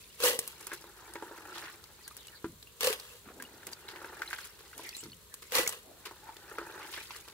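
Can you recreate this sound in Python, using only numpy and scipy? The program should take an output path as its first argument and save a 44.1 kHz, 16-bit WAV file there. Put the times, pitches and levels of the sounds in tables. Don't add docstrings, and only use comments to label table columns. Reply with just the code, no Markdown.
import sys
import numpy as np
from scipy import signal
from scipy.fft import rfft, irfft
from scipy.io import wavfile
from scipy.ndimage import uniform_filter1d

SR = 44100
rng = np.random.default_rng(int(sys.argv[2]) if len(sys.argv) > 2 else 0)


def log_audio(samples):
    frames = np.atleast_2d(samples).T
    limited = np.clip(frames, -1, 1)
    pcm = np.round(limited * 32767).astype(np.int16)
    wavfile.write(sys.argv[1], SR, pcm)


N = 323244
T = np.arange(N) / SR
SHORT = T[:SR // 3]
POT_LEAD_MS, TUB_LEAD_MS = 0.14, 0.062
TOP_HZ = 15700

# start in seconds, pouring time in seconds,
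# clatter in dB, pot boom in dB, settling time in seconds, settling in dB, treble boost in dB.
HANDFULS = [(0.236, 0.049, -31, -27.5, 0.27, -49.5, 3), (2.834, 0.053, -35, -34.5, 0.33, -50.5, -0.5),
            (5.552, 0.034, -29, -31, 0.19, -44, -2)]
# start of raking in seconds, raking time in seconds, level at its end in dB.
SCOOPS = [(1.0, 0.59, -49.5), (3.918, 0.27, -49.5), (6.5, 0.31, -48)]
# frequency in Hz, level in dB.
SPRAY = [(4000, -16.5), (6500, -2), (10500, -1.5), (15500, -7)]


def handfuls():
    # start in seconds, crash in dB, thump in dB, thump pitch in Hz.
    clumps = [(0.202, -28, -32.5, 468), (0.236, -17, -18.5, 506), (0.258, -19, -23, 490),
              (0.278, -26, -18, 484), (0.297, -30, -21.5, 492), (0.331, -32, -27, 488),
              (0.35, -39, -28.5, 503), (0.388, -45, -33.5, 462), (2.808, -18, -33, 458),
              (2.831, -19, -25, 464), (2.845, -17.5, -19.5, 500), (2.871, -15.5, -14, 510),
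              (2.901, -23.5, -22, 434), (2.928, -20.5, -55, 452), (5.521, -20, -30, 490),
              (5.551, -12.5, -26.5, 515), (5.584, -16.5, -20, 510), (5.593, -20, -24, 340),
              (5.631, -22.5, -32, 496), (5.661, -22.5, -40, 438), (5.725, -28, -45, 427),
              (5.769, -38, -47, 490)]
    # frequency in Hz, level in dB.
    heap = [(380, -16), (650, -9), (848, -2.5), (1150, 0.5), (1550, -7), (2030, -6), (2230, -8),
            (2520, -4.5), (3280, -1.5), (5290, -5.5), (12000, -5), (15500, -9)]
    # pitch in Hz, t60 in seconds, level in dB.
    pot_modes = [(390, 0.039, -23), (449, 0.076, -4.5), (482, 0.15, -3), (513, 0.052, -10), (528, 0.08, -8),
                 (1077, 0.098, -13)]
    wall_modes = [(1980, 0.3, -4), (2840, 0.19, -2), (2920, 0.099, -17), (2990, 0.031, 9),
                  (3250, 0.067, -25), (3300, 0.088, 3), (4390, 0.17, 1), (4930, .2, -2), (5984, 0.1, 1)]
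    crashes, thumps = np.zeros((2, N)), np.zeros((2, N))
    for s, crash_db, thump_db, hz in clumps:
        crash = amp(-13.5) * fade(0.1) + amp(-12) * fade(0.013)
        add(crashes, s, amp(crash_db) * crash[None])
        thump = ring([(hz, .048, 0)], POT_LEAD_MS) * (1 - fade(0.038))
        add(thumps, s, amp(thump_db + 5) * thump)
    pour, weight = pouring()
    shower = together(amp(3.0) * pour, crashes)
    scrape = contacts(rate=1700, spread_db=1.5, t60=0.012) * pair(POT_LEAD_MS, apart_hz=2400)
    clacks = grains(rate=1100, low_hz=1460, high_hz=15930, cycles=89, rise=0, spread_db=2.0, apart_hz=1600)
    clatter = brighten(colour(shower * (amp(-0.5) * scrape + amp(-7) * clacks), heap))
    boom = excite(pair(POT_LEAD_MS, apart_hz=3500), pot_modes) * weight
    wall = amp(-17.5) * excite(clatter, wall_modes)
    return clatter + wall + above(thumps + amp(-7.5) * boom, hz=300)


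def pouring():
    rise, fall, boom_fall, sag = 600, 230, 141, 22
    clatter, boom = 0, 0
    for s, length, clatter_db, boom_db, settle_s, settle_db, _ in HANDFULS:
        settling = amp(settle_db) * swell(s, settle_s, rise, fall, -sag)
        landing = amp(clatter_db) * swell(s, length, rise, fall)
        clatter += np.maximum(landing, settling)
        landing_boom = amp(boom_db) * swell(s, length, rise, boom_fall)
        boom += np.maximum(landing_boom, amp(1.5) * settling)
    return clatter, boom


def brighten(clatter):
    rows = np.array(HANDFULS)
    treble = signal.lfilter(*signal.butter(1, 2800, "high", fs=SR), clatter)
    boost = amp(np.interp(T, rows[:, 0], rows[:, -1]))
    return clatter + (boost - 1) * treble


def ticks():
    # start in seconds, level in dB, ring pitch in Hz.
    tick_rows = [(0.39, -12, 8800), (0.4762, -23, 10950), (1.1363, -32, 8300), (1.5814, -29.5, 4130),
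                 (1.84, -36, 4470), (2.0782, -28.5, 9660), (2.167, -30, 10540), (2.175, -36.5, 5360),
                 (2.2697, -34, 8230), (2.282, -36.5, 4070), (2.6268, -33.5, 4150), (2.9986, -27.5, 4600),
                 (3.7313, -26.5, 4750), (4.8906, -25, 4760), (4.9668, -28.5, 7500), (5.036, -32.5, 5570),
                 (5.3403, -27, 9560), (5.6756, -12, 7060), (5.6917, -17, 8100), (6.367, -33.5, 3580)]
    # multiple of the ring pitch, t60 in seconds, level in dB.
    shell_ring = [(.62, 0.02, -27), (.9, 0.011, -7), (1, 0.015, 0.5), (1.14, 0.011, -2), (1.4, .012, -22)]
    out = np.zeros((2, N))
    for s, db, hz in tick_rows:
        modes = [(min(ratio * hz, TOP_HZ), t60, mode_db) for ratio, t60, mode_db in shell_ring]
        shell = ring(modes, rng.uniform(0, 0.037), scatter=0.035)
        echo = resonate(crack(0.043, POT_LEAD_MS, apart_hz=4020), hz, q=1.2)
        strike = crack(0.011, POT_LEAD_MS, apart_hz=5000)
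        tick = amp(-7.0) * shell + amp(1.0) * strike + echo
        add(out, s, amp(db) * tick * (1 - fade(0.003)))
    return out


def rummage():
    # frequency in Hz, level in dB.
    sunken_colour = [(130, -51.5), (220, -14), (269, -14), (329, 3), (417, 0), (482, -6), (527, -4.5),
                     (690, -10), (882, 2.5), (1040, -13.5), (1380, 0), (1910, -5.5), (2090, -31),
                     (2800, -14), (3200, -33), (4160, -53), (7040, -120)]
    rattle_colour = [(1200, -35), (2000, 2), (3000, 0), (4300, 3), (6000, -1), (8000, -28)]
    # start in seconds, length in seconds, level in dB.
    shakes = [(0.0, 0.023, -60.5), (0.14, 0.046, -63.5), (0.6, 0.22, -60), (1.53, 0.18, -59.5),
              (2.08, 0.13, -65), (4.27, 0.17, -53.5), (4.78, 0.26, -56), (5.47, 0.022, -60),
              (6.92, 0.029, -51), (7.08, 0.1, -55)]
    # start in seconds, length in seconds, level in dB.
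    sloshes = [(3.265, 0.026, -47), (3.37, 0.067, -49), (3.52, 0.064, -53.5), (3.67, 0.028, -51),
               (4.765, 0.082, -52), (5.84, 0.15, -59)]

    rubbing = contacts(rate=500, spread_db=5, t60=0.056) * pair(TUB_LEAD_MS, apart_hz=2800)
    bubbles = grains(rate=390, low_hz=802, high_hz=2140, cycles=39, rise=0.15, spread_db=6, apart_hz=3300)
    sunken = amp(-0.5) * colour(rubbing, sunken_colour) + amp(-7) * bubbles

    clicks = grains(rate=350, low_hz=1916, high_hz=5630, cycles=106, rise=0.11, spread_db=4.5, apart_hz=2180)
    jostling = contacts(rate=390, spread_db=6.5, t60=0.045) * pair(TUB_LEAD_MS, apart_hz=2230)
    rattle = amp(-1.5) * colour(jostling, rattle_colour) + clicks

    droplets = grains(rate=310, low_hz=6280, high_hz=15100, cycles=31, rise=0.052, spread_db=8, apart_hz=2000)
    mist = contacts(rate=550, spread_db=5.5, t60=0.045) * pair(TUB_LEAD_MS, apart_hz=3000)
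    spray = amp(3.0) * colour(mist, SPRAY) + amp(-5) * droplets

    deep = grains(rate=430, low_hz=227, high_hz=874, cycles=12.7, rise=0.25, spread_db=-6.0, apart_hz=2800)
    gulps = amp(-4.5) * above(deep, hz=180)

    stir = scooping()
    shake = gestures(shakes, rise_db_per_s=159, fall_db_per_s=144)
    slosh = gestures(sloshes, rise_db_per_s=900, fall_db_per_s=208)
    dribble = sum(swell(s - 0.46, 0.46 + length + 0.73, 88, 60) for s, length, _ in SCOOPS)
    rattling = together(shake, amp(-13) * stir, amp(-67.5) * dribble)
    spraying = together(amp(-2.5) * shake, amp(-14) * stir, amp(-66.5))
    return stir * sunken + slosh * gulps + rattling * rattle + spraying * spray


def scooping():
    rise, growth, fall = 88, 10, 60
    grope_s, drain_s = 0.46, 0.73
    stir = 0
    for s, length, db in SCOOPS:
        grope = amp(-60) * swell(s - grope_s, grope_s, rise, fall)
        rake = amp(db - growth * length) * swell(s, length, rise, fall, growth)
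        drain = amp(-65) * swell(s + length, drain_s, rise, fall)
        stir += np.max([grope, rake, drain], axis=0)
    return stir


def knocks():
    # start in seconds, level in dB, pitch in Hz, tub boom in dB.
    knock_rows = [(0.717, -23.5, 1610, -41.5), (0.729, -28.5, 1590, -41), (0.841, -37.5, 1080, -44.5),
                  (1.155, -27, 1670, -35.5), (1.224, -24, 890, -33.5), (1.311, -53, 890, -38.5),
                  (1.384, -40, 1520, -51), (3.4, -28.5, 1600, -47), (3.631, -36.5, 1590, -62),
                  (3.96, -30.5, 1830, -48), (4.017, -32, 1340, -43.5), (4.045, -27, 1530, -41.5),
                  (4.219, -17, 1545, -56), (4.309, -26.5, 1590, -56), (4.33, -15.5, 1580, -64),
                  (4.386, -25.5, 1550, -65), (4.731, -35.5, 1550, -70), (4.794, -35, 920, -41),
                  (6.111, -32, 1030, -46), (6.292, -37, 870, -52), (6.584, -19.5, 1320, -35),
                  (6.614, -31, 1200, -39), (6.976, -25.5, 1670, -42.5), (7.107, -32.5, 960, -52),
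                  (7.279, -33.5, 1010, -53)]
    # pitch in Hz, t60 in seconds, level in dB.
    tub_modes = [(349.5, 0.13, -3), (424, 0.041, 5.5), (522, 0.02, 10), (955, 0.17, -8.5), (934, 0.066, -5),
                 (1352, 0.036, -2), (1560, 0.057, -6.5)]
    out = np.zeros((2, N))
    for s, db, hz, boom_db in knock_rows:
        core = ring([(hz, .014, 0), (1.202 * hz, .012, -6)], TUB_LEAD_MS) * (1 - fade(0.0038))
        echo = resonate(crack(0.08, TUB_LEAD_MS, apart_hz=3500), hz, q=3.8)
        contact = crack(0.013, TUB_LEAD_MS, apart_hz=3000)
        knock = amp(-2.5) * core + amp(9) * echo + amp(-13.0) * contact
        boom = ring(tub_modes, TUB_LEAD_MS, scatter=0.023) * (1 - fade(0.016))
        add(out, s, amp(db) * knock + amp(boom_db - 2.5) * boom)
    return out


def surges():
    # start in seconds, length in seconds, level in dB, centre pitch in Hz.
    surge_rows = [(0.691, 0.069, -47.5, 1720), (1.518, 0.11, -45.5, 3220), (1.554, 0.2, -46, 1740),
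                  (3.227, 0.12, -53.5, 1400), (3.95, 0.29, -59, 1400), (4.30, 0.25, -54, 1900),
                  (4.77, 0.17, -53, 2800), (6.038, 0.11, -57.5, 2420), (6.256, 0.07, -52, 1500),
                  (6.773, 0.13, -49, 2000), (6.873, 0.23, -48, 3024), (7.05, 0.18, -52, 1710)]
    churn = contacts(rate=1100, spread_db=-3, t60=0.0096) * pair(TUB_LEAD_MS, apart_hz=2600)
    bubbles = grains(rate=570, low_hz=1010, high_hz=4770, cycles=23, rise=0.09, spread_db=-2.0, apart_hz=3040)
    froth = churn + amp(-4.5) * bubbles
    out = np.zeros((2, N))
    for s, length, db, hz in surge_rows:
        piece = resonate(froth[:, int(s * SR):int((s + length) * SR)], hz, q=1.3)
        add(out, s, amp(db) * unit(piece) * np.hanning(piece.shape[1]))
    return out


def splashes():
    # start in seconds, slap level in dB, bright fizz level in dB.
    splash_rows = [(0.605, -40, -46.5), (0.668, -33.5, -41), (0.731, -34, -40), (3.422, -38, -47.5),
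                   (3.668, -34, -44.5), (3.715, -40.5, -45.5), (3.886, -30.5, -53), (4.449, -44, -48),
                   (4.589, -41, -55), (4.651, -40.5, -56.5), (4.778, -42, -47), (5.421, -34.5, -48),
                   (6.053, -29.5, -45), (6.936, -28.5, -61), (7.156, -37.5, -52), (7.278, -37.5, -52)]
    # frequency in Hz, level in dB.
    slap_colour = [(250, -13.5), (400, 7.5), (520, -1), (680, -17), (1000, 4), (1800, 0), (3000, 0),
                   (5000, 0), (8000, -38)]
    slaps, fizz = np.zeros((2, N)), np.zeros((2, N))
    wetting = 1 - fade(0.004)
    for s, db, fizz_db in splash_rows:
        add(slaps, s, amp(db - 8.5) * (wetting * fade(0.12))[None])
        add(fizz, s, amp(fizz_db + 6.0) * (wetting * fade(0.068))[None])
    grain = contacts(rate=990, spread_db=6.0, t60=0.023) * pair(TUB_LEAD_MS, apart_hz=2550)
    return colour(slaps * grain, slap_colour) + colour(fizz * grain, SPRAY)


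def drips():
    # start in seconds, level in dB, pitch in Hz, t60 in seconds.
    drip_rows = [(2.078, -49, 1590, 0.035), (2.111, -49, 1210, 0.037), (2.283, -50, 2880, 0.047),
                 (2.672, -52, 2750, 0.04), (3.451, -49, 2840, 0.05), (3.732, -44, 4770, 0.031),
                 (3.883, -42, 3980, 0.022), (4.277, -40.5, 4000, 0.038), (4.95, -43, 4000, 0.077),
                 (5.119, -47, 4330, 0.036), (5.132, -47.5, 2970, 0.022), (5.666, -33.5, 2210, 0.031),
                 (6.233, -54.5, 853, 0.16), (6.291, -45, 875, 0.085)]
    out = np.zeros((2, N))
    for s, db, hz, t60 in drip_rows:
        bubble = ring([(hz, t60, 0)], rng.uniform(-0.063, 0.081), glide=1.9)
        add(out, s, amp(db + 5.5) * bubble)
    return out


def trickles():
    # start in seconds, length in seconds, level in dB, start pitch in Hz, end pitch in Hz.
    trickle_rows = [(2.017, 0.073, -65, 5040, 4070), (2.166, 0.075, -66.5, 4030, 3440),
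                    (2.216, 0.071, -70, 3230, 2870), (2.328, 0.075, -65, 4570, 4000),
                    (2.312, 0.067, -66, 1880, 1410), (2.66, 0.066, -74, 2850, 2800),
                    (4.821, 0.09, -58, 2140, 2013), (4.953, 0.085, -56, 7640, 7560),
                    (5.289, 0.1, -69, 1910, 1610), (5.812, 0.2, -68.5, 760, 499),
                    (6.222, 0.15, -65, 890, 865)]
    out = np.zeros((2, N))
    for s, length, db, start_hz, end_hz in trickle_rows:
        width_hz = 150 + 0.091 * start_hz
        shared, left, right = (swish(length, start_hz, end_hz, width_hz) for _ in range(3))
        hiss = shared + 3.1 * np.array([left, right])
        add(out, s, amp(db) * hiss * np.hanning(len(shared)))
    return out


def bumps():
    # start in seconds, knock level in dB, low shudder level in dB.
    bump_rows = [(2.444, -15.5, -49.5), (5.031, -31.5, -54), (5.057, -30.5, -66)]
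    # pitch in Hz, t60 in seconds, level in dB.
    bench_modes = [(340, 0.11, -5.5), (433, 0.08, -9), (960, .06, -13), (1330, 0.017, -9)]
    out = np.zeros((2, N))
    for s, db, shudder_db in bump_rows:
        noise = pair(TUB_LEAD_MS, apart_hz=3000, count=len(SHORT))
        scuff = resonate(noise * fade(0.09), hz=1370, q=2.4)
        thud = ring(bench_modes, TUB_LEAD_MS, scatter=0.029)
        add(out, s, amp(db - 9.5) * (thud + amp(-2.5) * scuff))
        for start_hz, end_hz in [(381.0, 65), (212, 56.6)]:
            shudder = swish(0.22, start_hz, end_hz, width_hz=150)
            add(out, s, amp(shudder_db) * (shudder * fade(0.47)[:len(shudder)])[None])
    return out


def outdoors():
    # frequency in Hz, level in dB.
    air = [(15, -38), (25, -10), (71, -6), (240, -18), (410, 10), (666, -3), (804, -27), (945, 3),
           (2230, -7), (4260, 2.5), (6050, -29), (7500, -1.5), (11500, -39), (14300, -2), (15500, -23)]
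    breeze = [(25, -37), (42, -4), (58, 3), (90, -2.5), (160, -4.5), (260, -10), (500, -18)]
    hush = amp(-63) * colour(pair(0, apart_hz=1420), air)
    rumble = amp(-59.0) * colour(pair(0, apart_hz=164), breeze)
    return hush + rumble


def ring(modes, lead_ms, scatter=0., glide=0.):
    t = np.maximum(SHORT - np.array([[0], [lead_ms / 10 ** 3]]), 0)
    out = 0
    for hz, t60, db in modes:
        pitch = hz * (1 + scatter * rng.standard_normal())
        out = out + amp(db) * fade(t60) * np.sin(2 * np.pi * pitch * t * (1 + glide * t / 2))
    return out


def crack(t60, lead_ms, apart_hz):
    burst = pair(lead_ms, apart_hz, count=len(SHORT)) * fade(t60)
    return burst / np.abs(burst).max()


def contacts(rate, spread_db, t60):
    sizes = amp(spread_db * np.minimum(rng.exponential(size=N), 3.5))
    strikes = (rng.random(N) < rate / SR) * sizes
    power = signal.oaconvolve(strikes ** 2, fade(t60) ** 2)[:N].clip(1e-9)
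    return np.sqrt(power / uniform_filter1d(power, size=6000))


def grains(rate, low_hz, high_hz, cycles, rise, spread_db, apart_hz):
    out = np.zeros((2, N))
    for when, pitch, size, turn, side in rng.random((int(rate * N / SR), 5)):
        hz = low_hz * (high_hz / low_hz) ** pitch
        age = np.linspace(0, 1, num=int(cycles * SR / hz) + 2)
        phase = 2 * np.pi * cycles * age * (1 + rise * age / 2)
        skew = np.array([[1], [-1]]) * (side - .5) * np.pi * min(hz / apart_hz, 2)
        strength = amp(spread_db * min(-np.log(1 - size), 3)) * np.sign(turn - .5)
        grain = np.exp(-np.log(1000) * age) * np.sin(phase + skew)
        add(out, when * N / SR, strength * grain)
    return unit(out)


def swish(length, start_hz, end_hz, width_hz):
    count = int(length * SR)
    low_pass = signal.butter(2, width_hz / 2, fs=SR, output="sos")
    wobble = signal.sosfilt(low_pass, rng.standard_normal((2, count + 2000)))[:, -count:]
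    phase = 2 * np.pi * np.cumsum(np.geomspace(start_hz, end_hz, count)) / SR
    return unit(wobble[0] * np.cos(phase) + wobble[1] * np.sin(phase))


def pair(lead_ms, apart_hz, count=N):
    f = np.fft.rfftfreq(count, 1 / SR)
    common, left, right = rfft(rng.standard_normal((3, count)))
    alike = 1 / (1 + (f / apart_hz) ** 2)
    late = np.exp(-2j * np.pi * f * lead_ms / 10 ** 3)
    shared = np.sqrt(alike) * np.array([common, common * late])
    separate = np.sqrt(1 - alike) * np.array([left, right])
    return irfft(shared + separate, count)


def excite(x, modes):
    body = ring(modes, 0)[:1]
    return signal.oaconvolve(x, body / np.linalg.norm(body), axes=1)[:, :N]


def colour(x, points):
    hz, db = np.transpose(points)
    size = 4096
    f = np.maximum(np.fft.rfftfreq(size, 1 / SR), 1)
    cepstrum = irfft(np.log(amp(np.interp(np.log(f), np.log(hz), db))))
    cepstrum[1:size // 2] *= 2
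    response = irfft(np.exp(rfft(cepstrum[:size // 2], size)))[:size // 2]
    response = response / np.linalg.norm(response)
    return signal.oaconvolve(x, response[None], axes=1)[:, :x.shape[1]]


def resonate(x, hz, q):
    return signal.lfilter(*signal.iirpeak(min(hz, SR / 2 - 2000), max(q, 1), SR), x)


def above(x, hz):
    return signal.sosfilt(signal.butter(2, hz, "high", fs=SR, output="sos"), x)


def swell(s, length, rise_db_per_s, fall_db_per_s, slope_db_per_s=0):
    before, after = np.maximum(s - T, 0), np.maximum(T - s - length, 0)
    during = np.clip(T - s, 0, length)
    db = slope_db_per_s * during - rise_db_per_s * before - fall_db_per_s * after
    return amp(np.maximum(db, -200))


def gestures(rows, rise_db_per_s, fall_db_per_s):
    return sum(amp(db) * swell(s, length, rise_db_per_s, fall_db_per_s) for s, length, db in rows)


def together(*gains):
    return np.sqrt(sum(gain ** 2 for gain in gains))


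def fade(t60):
    return np.exp(-np.log(1000) * SHORT / max(t60, 1e-3))


def amp(db):
    return 10 ** (np.asarray(db) / 20)


def unit(x):
    return x / np.sqrt(np.mean(x ** 2))


def add(out, s, sound):
    start = max(int(s * SR), 0)
    out[:, start:start + sound.shape[1]] += sound[:, :N - start]


def scene():
    pot = handfuls() + ticks() + bumps()
    tub = rummage() + above(knocks(), hz=204) + surges() + splashes() + drips() + trickles()
    return (pot + tub + outdoors()) * amp(0.22 * np.array([[1], [-1]]))


def record(dry):
    top_cut = signal.ellip(10, .2, 70, TOP_HZ, fs=SR, output="sos")
    return signal.sosfilt(top_cut, above(dry, hz=39.7))


dry = scene()
out = record(dry)
log_audio(out)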